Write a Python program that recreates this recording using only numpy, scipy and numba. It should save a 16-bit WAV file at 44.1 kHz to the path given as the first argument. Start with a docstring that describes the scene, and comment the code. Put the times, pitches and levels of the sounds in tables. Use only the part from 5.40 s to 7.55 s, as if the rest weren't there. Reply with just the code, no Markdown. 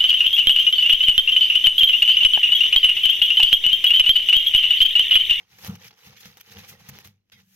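"""Gravel crunches under slow steps: someone walks a road holding a phone and stops near the end.
Soles grind the stones, clothing swishes close by, single pebbles click, scrape and clink.
Steps thud through the low modes of the phone's body; the shifting grip rumbles between them.
The outdoor air is almost silent; a faint hum sets in at the end."""
import sys
import numpy as np
from scipy import signal
from scipy.fft import rfft, irfft
from scipy.io import wavfile
from scipy.ndimage import uniform_filter1d
from numba import njit

SR = 44100
rng = np.random.default_rng(int(sys.argv[2]) if len(sys.argv) > 2 else 0)


def persist_wave(psi):
    """Save psi, clipped to +-1, as 16-bit WAV."""
    counts = np.round(np.clip(psi, -1, 1) * 32767).astype(np.int16)
    wavfile.write(sys.argv[1], SR, np.atleast_2d(counts).T)


N = 94815

# limits of the low, middle and treble bands: edge_hz
EDGES_HZ = (260, 1400, 7500, 17000)
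PORT_LAG_S = 0.000115  # left microphone port behind the right


def undb(db):
    """Decibels to gain."""
    return 10 ** (np.asarray(db) / 20)


def unit(x):
    """Scale to an rms of 1."""
    return x / np.sqrt(np.mean(x ** 2) + 1e-20)


def steady(x, samples):
    """Even out the level over a sliding window."""
    return x / np.sqrt(uniform_filter1d(np.mean(x ** 2, axis=0), size=samples) + 1e-12)


def colour(x, points, db_scale=1):
    """Minimum-phase filter through (freq_hz, gain_db) points."""
    size = 2 ** 17
    hz, db = np.array(points, float).T
    bins_hz = np.fft.rfftfreq(size, 1 / SR)
    gain = undb(db_scale * np.interp(np.log(bins_hz + 1), np.log(hz + 1), db))
    cepstrum = irfft(np.log(gain))
    cepstrum[1:size // 2] *= 2
    cepstrum[size // 2 + 1:] = 0
    return irfft(rfft(x, size) * np.exp(rfft(cepstrum)))[..., :N]


def stereo_noise(likeness):
    """Partly correlated noise that reaches the left port late."""
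    mid, side = rng.standard_normal((2, N))
    mid *= np.sqrt((1 + likeness) / 2)
    side *= np.sqrt((1 - likeness) / 2)
    return np.array([np.roll(mid + side, round(PORT_LAG_S * SR)), mid - side])


def narrow_noise(hz, width_hz):
    """Unsteady band of noise around a pitch."""
    lowpass = signal.butter(2, width_hz / 2, fs=SR, output="sos")
    slow = signal.sosfilt(lowpass, rng.standard_normal((2, N)))
    carrier = np.exp(2j * np.pi * np.cumsum(hz * np.ones(N)) / SR)
    return unit(((slow[0] + 1j * slow[1]) * carrier).real)


def swell(peak_s, rise_s, fall_s):
    """Power of a push: grows to a peak, then dies ever faster, as when stones lock."""
    t = np.arange(N) / SR
    settling = 0.062
    away = np.maximum((peak_s - t) / rise_s, (t - peak_s) / fall_s).clip(max=20)
    return np.exp(-2 * (away + settling * np.maximum(away - 1, 0) ** 2))


@njit
def ring(start_s, hz, decay_s, size):
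    """Sum of short damped sines."""
    out = np.zeros(N)
    for k in range(len(start_s)):
        first = int(start_s[k] * SR) + 1
        pole = 2j * np.pi * hz[k] / SR - 1 / (decay_s[k] * SR)
        phasor = size[k] * np.exp(pole * (first - start_s[k] * SR))
        step = np.exp(pole)
        for i in range(max(first, 0), min(N, first + int(6 * decay_s[k] * SR))):
            out[i] += phasor.imag
            phasor *= step
    return out


def grains(band, scatter_db):
    """Tiny contacts, each with its own pitch, size and direction; a few loose ones ring on."""
    # contacts per band, low to high: rate_per_s, decay_s
    contacts = [(600, 0.0021), (3200, 0.0007), (10000, 0.00007)]
    loose_share, loose_decay_s, loose_top_hz = 0.05, 0.015, 4160
    rate_per_s, decay_s = contacts[band]
    low_hz, high_hz = EDGES_HZ[band:band + 2]
    count = int(rate_per_s * N / SR)
    when, pitch, strength, polarity, damping, pan, lag = rng.random((24000, 7))[:count].T
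    start_s = when * N / SR
    hz = low_hz + (high_hz - low_hz) * pitch
    loose = (damping < loose_share) & (hz < loose_top_hz)
    decays_s = np.where(loose, loose_decay_s, decay_s * (.5 + damping))
    size = undb(-scatter_db * np.log(np.maximum(strength, .01))) * np.sign(polarity - .5)
    size *= (decay_s / decays_s) ** .22
    pan_db = 4 * (2 * pan - 1)
    lag_s = PORT_LAG_S + .00007 * (2 * lag - 1)
    left = ring(start_s + lag_s, hz, decays_s, size * undb(pan_db))
    right = ring(start_s, hz, decays_s, size * undb(-pan_db))
    return steady(np.array([left, right]), samples=800)


def friction(pushes, scatter_db, hiss_db):
    """Grains over fine hiss in three bands, swelling with each push."""
    # spectrum of the rubbing: freq_hz, gain_db
    spectrum = [(330, -3), (410, -3), (478, 6.5), (630, -12), (720, -1.5), (820, 3.5), (960, -3),
                (1350, 2.5), (2200, 5.5), (2900, 5.5), (4400, 1), (6200, 0), (7700, -19), (9500, -21),
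                (12800, -10), (16000, -19)]
    # hiss per band, low to high: left_right_correlation
    likeness = [0.92, 0.21, 0.21]
    power = sum(undb(db + np.array([[low_db], [0], [treble_db]])) ** 2 * swell(peak_s, rise_s, fall_s)
                for peak_s, rise_s, fall_s, db, low_db, treble_db in pushes)
    out = 0
    for band in range(3):
        low_hz, high_hz = EDGES_HZ[band:band + 2]
        bandpass = signal.butter(4, (low_hz, high_hz), "band", fs=SR, output="sos")
        grit = grains(band, scatter_db)
        hiss = undb(hiss_db) * stereo_noise(likeness[band]) * np.sqrt(SR / 2 / (high_hz - low_hz))
        texture = colour(signal.sosfilt(bandpass, grit + hiss), spectrum)
        out += unit(texture) * np.sqrt(power[band])
    return out


def crunches():
    """Gravel gives way under a sole; some grains stand out."""
    # pushes of the sole: peak_s, rise_s, fall_s, level_db, low_rel_db, treble_rel_db
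    pushes = [(0.006, 0.013, 0.033, -57, -5.5, -12), (0.187, 0.0021, 0.0078, -45, -5, -8.5),
              (0.249, 0.023, 0.037, -43.5, -4.5, -13), (0.302, 0.043, 0.023, -50.5, 3.5, -3),
              (0.34, 0.034, 0.015, -53, 0, -9), (0.3555, 0.0038, 0.0081, -44.5, -9.5, -8),
              (0.423, 0.033, 0.011, -50, -6.5, -11.5), (0.449, 0.017, 0.024, -45.5, -12.5, -9),
              (0.482, 0.035, 0.0082, -46, -22, -7), (0.511, 0.0035, 0.0052, -48, -2.5, -17),
              (0.531, 0.005, 0.018, -56, -6, -13), (0.585, 0.015, 0.06, -56.5, -8, -6.5),
              (0.669, 0.035, 0.028, -48.5, -10, -6), (0.735, 0.081, 0.022, -53.5, -4.5, -12),
              (0.831, 0.015, 0.016, -47.5, -11.5, -10.5), (0.856, 0.0091, 0.014, -41.5, -14, -8.5),
              (0.871, 0.0087, 0.073, -50.5, -9, -8), (0.973, 0.0012, 0.012, -48.5, -3.5, -3.5),
              (1.081, 0.042, 0.19, -53, -11.5, -8), (1.121, 0.0086, 0.013, -44.5, -20.5, -4.5),
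              (1.174, 0.051, 0.019, -50, -3, -17), (1.192, 0.0088, 0.023, -43.5, -11.5, -7.5),
              (1.245, 0.017, 0.025, -46.5, -7, -9.5), (1.33, 0.027, 0.031, -52.5, -2, -24),
              (1.404, 0.012, 0.02, -52, -5.5, -7), (1.492, 0.0027, 0.0061, -40, -8.5, 1.5),
              (1.555, 0.038, 0.063, -48.5, -6, -11.5), (1.171, 0.0026, .004, -41.5, -2, -16),
              (1.606, 0.0098, 0.011, -51, -11.5, -3.5), (1.921, 0.0013, 0.023, -49, -16.5, -10.5),
              (2.0, 0.042, 0.025, -57.5, -11, -8)]
    return friction(pushes, scatter_db=4, hiss_db=-4.5)


def air():
    """Faint outdoor air, mostly low."""
    # freq_hz, gain_db
    spectrum = [(40, 5), (200, 4.5), (400, -3), (1500, -21.5), (16000, -43)]
    return undb(-83.5) * unit(colour(stereo_noise(likeness=0.29), spectrum))


def grip_rumble():
    """The hand shifts on the phone in soft low bumps."""
    # handling noise: freq_hz, gain_db
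    spectrum = [(25, -29), (66, -10.5), (97, 0.5), (135, -2.5), (210, 0.5), (255, -29), (800, -53.5)]
    # shifts of the hand: peak_s, level_db, fall_s
    bumps = [(.02, -68, 0.042), (.14, -61, 0.089), (.25, -50, 0.08), (.32, -43.5, 0.04), (.46, -56, 0.044),
             (.68, -56, 0.088), (.87, -56, 0.077), (1.12, -53.5, 0.017), (1.18, -47, 0.043),
             (1.32, -51.5, 0.042), (1.42, -54.5, .06), (1.52, -51, 0.069), (1.67, -56.5, 0.051),
             (1.95, -61, 0.12)]
    rise_s = 0.026
    noise = steady(colour(stereo_noise(likeness=0.95), spectrum), samples=1500)
    power = sum(undb(db) ** 2 * swell(peak_s, rise_s, fall_s) for peak_s, db, fall_s in bumps)
    return noise * np.sqrt(power)


def rustles():
    """Clothing and hand rub in smooth, hissy swishes."""
    # swishes: peak_s, rise_s, fall_s, level_db, low_rel_db, treble_rel_db
    swishes = [(.124, 0.03, 0.094, -56, -10.5, -8.5), (.277, 0.043, 0.006, -41.5, -22, -0.5),
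               (.772, 0.011, 0.017, -47, -17.5, -11), (.81, 0.012, 0.011, -49, -18, 0),
               (1.012, 0.0082, 0.0048, -46, -22, -3.5), (1.292, 0.011, 0.026, -44.5, -20, 0),
               (1.476, 0.047, 0.051, -51.5, -8, -9), (1.648, 0.0046, 0.023, -46.5, -8.5, -3),
               (2.147, 0.064, .02, -63.5, -14.5, 1.5)]
    return friction(swishes, scatter_db=-7, hiss_db=-0.5)


def pebble_clicks():
    """Pebbles snap together and ring very briefly, each at a slightly different pitch."""
    # impacts: start_s, level_db, treble_rel_db
    impacts = [(0.248, -28, 5), (0.2663, -29.5, -9), (0.2758, -32.5, -1), (0.4664, -39, -6),
               (0.3548, -37, -10), (.8066, -42, -17), (.857, -37, -7), (0.9712, -38.5, 1),
               (1.0004, -41, -14), (1.010, -44, 10), (1.0121, -51, 20), (1.187, -37.5, 5),
               (1.4885, -41, 13), (1.4989, -36, 1), (1.5881, -31.5, 2.5), (1.6747, -38, 5),
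               (1.8995, -50, -30)]
    # pebble modes: pitch_hz, gain_db, decay_s
    modes = [(2900, 0, .0005), (5400, 3, .00022), (13000, 3, .00022)]
    left_lag_s = .00006
    start_s, db, treble_db = np.array(impacts).T
    detunes = 1 + .08 * rng.uniform(-0.78, 1, (len(impacts), len(modes))).T
    out = 0
    for (hz, mode_db, decay_s), detune in zip(modes, detunes):
        size = undb(db + mode_db + treble_db * (hz > EDGES_HZ[2]))
        decays_s = np.full(len(impacts), decay_s)
        out += np.array([ring(start_s + lag_s, hz * detune, decays_s, size) for lag_s in (left_lag_s, 0)])
    return out


def step_thuds():
    """Soft pushes ring the held phone; the grip favours different modes from step to step."""
    # steps: start_s, push_db, grip_hz
    steps = [(0.28, -28, 119), (0.2905, -24, 187), (0.345, -41, 100), (.667, -45.5, 128),
             (0.853, -43.5, 172), (1.162, -41, 100), (1.486, -33.5, 151.7), (1.655, -41.5, 94)]
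    # modes of the held phone: pitch_hz, gain_db, t60_s
    modes = [(99.7, -6.5, 0.41), (116, -10, 0.12), (134, -2.5, 0.25), (175.6, -7, 0.25), (194.4, 1, 0.16),
             (219.5, -14.5, 0.35), (465, 5, .2)]
    grip_db, grip_octaves = 9.5, 0.26
    push_s, low_cut_hz = 0.0051, 123
    t = np.arange(N) / SR
    out = 0
    for start_s, push_db, grip_hz in steps:
        push = np.sin(np.pi * np.clip((t - start_s) / push_s, 0, 1)) ** 2
        body = 0
        for hz, mode_db, t60_s in modes:
            lift_db = grip_db * np.exp(-(np.log2(hz / grip_hz) / grip_octaves) ** 2)
            body += undb(mode_db + lift_db - 60 * t / t60_s) * np.sin(2 * np.pi * hz * t)
        out -= undb(push_db) * signal.fftconvolve(push / push.sum(), body)[:N] / 2
    return signal.sosfilt(signal.butter(2, low_cut_hz, "high", fs=SR, output="sos"), out)


def scrape():
    """A slide speeds up, so its thin note rises."""
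    # resonances: start_hz, level_db
    resonances = [(3150, -58.5), (11400, -64.5)]
    start_s, length_s, pitch_rise = .76, 0.058, 0.13
    progress = np.clip((np.arange(N) / SR - start_s) / length_s, 0, 1)
    glide = 1 + pitch_rise * progress
    note = sum(undb(db) * narrow_noise(hz * glide, width_hz=160) for hz, db in resonances)
    return note * np.sqrt(np.abs(np.sin(np.pi * progress)))


def pebble_clink():
    """A kicked pebble rocks and rings; its high modes die first."""
    # pebble modes: pitch_hz, gain_db
    modes = [(2140, -4), (3273, 2), (3690, 1), (4950, -4), (10800, -9)]
    peak_s, rise_s, fall_s, level_db = 1.924, .002, 0.039, -57
    lowest_hz = modes[0][0]
    out = np.zeros((2, N))
    for channel in out:
        for hz, db in modes:
            tone = steady(narrow_noise(hz, width_hz=58)[None], samples=1500)[0]
            power = swell(peak_s, rise_s, fall_s * np.sqrt(lowest_hz / hz))
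            channel += undb(level_db + db) * tone * np.sqrt(power)
    return out


def hum():
    """A faint low hum sets in and wavers."""
    start_s, pitch_hz, level_db = 1.94, 189, -67
    t = np.arange(N) / SR
    fade_in = uniform_filter1d(1. * (t > start_s), size=900)
    return undb(level_db) * fade_in * steady(narrow_noise(pitch_hz, width_hz=4.1)[None], samples=900)


def scene():
    """Gravel, clothing and handling over faint outdoor air."""
    gravel = crunches() + pebble_clicks() + pebble_clink() + scrape()
    return gravel + rustles() + step_thuds() + grip_rumble() + hum() + air()


def record(dry):
    """The two microphone ports colour the sound differently; the top is cut."""
    # port colour, scaled per side: freq_hz, gain_db
    port_curve = [(200, 0.5), (480, 1), (800, -0.5), (2380, -4.5), (4400, 0.5), (6500, 3), (13000, 1.5)]
    top_hz = 16100
    left = colour(dry[0], port_curve, db_scale=0.99)
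    right = colour(dry[1], port_curve, db_scale=-0.27)
    lowpass = signal.ellip(10, .2, 70, top_hz, fs=SR, output="sos")
    return signal.sosfilt(lowpass, np.array([left, right]))


dry = scene()
out = record(dry)
persist_wave(out)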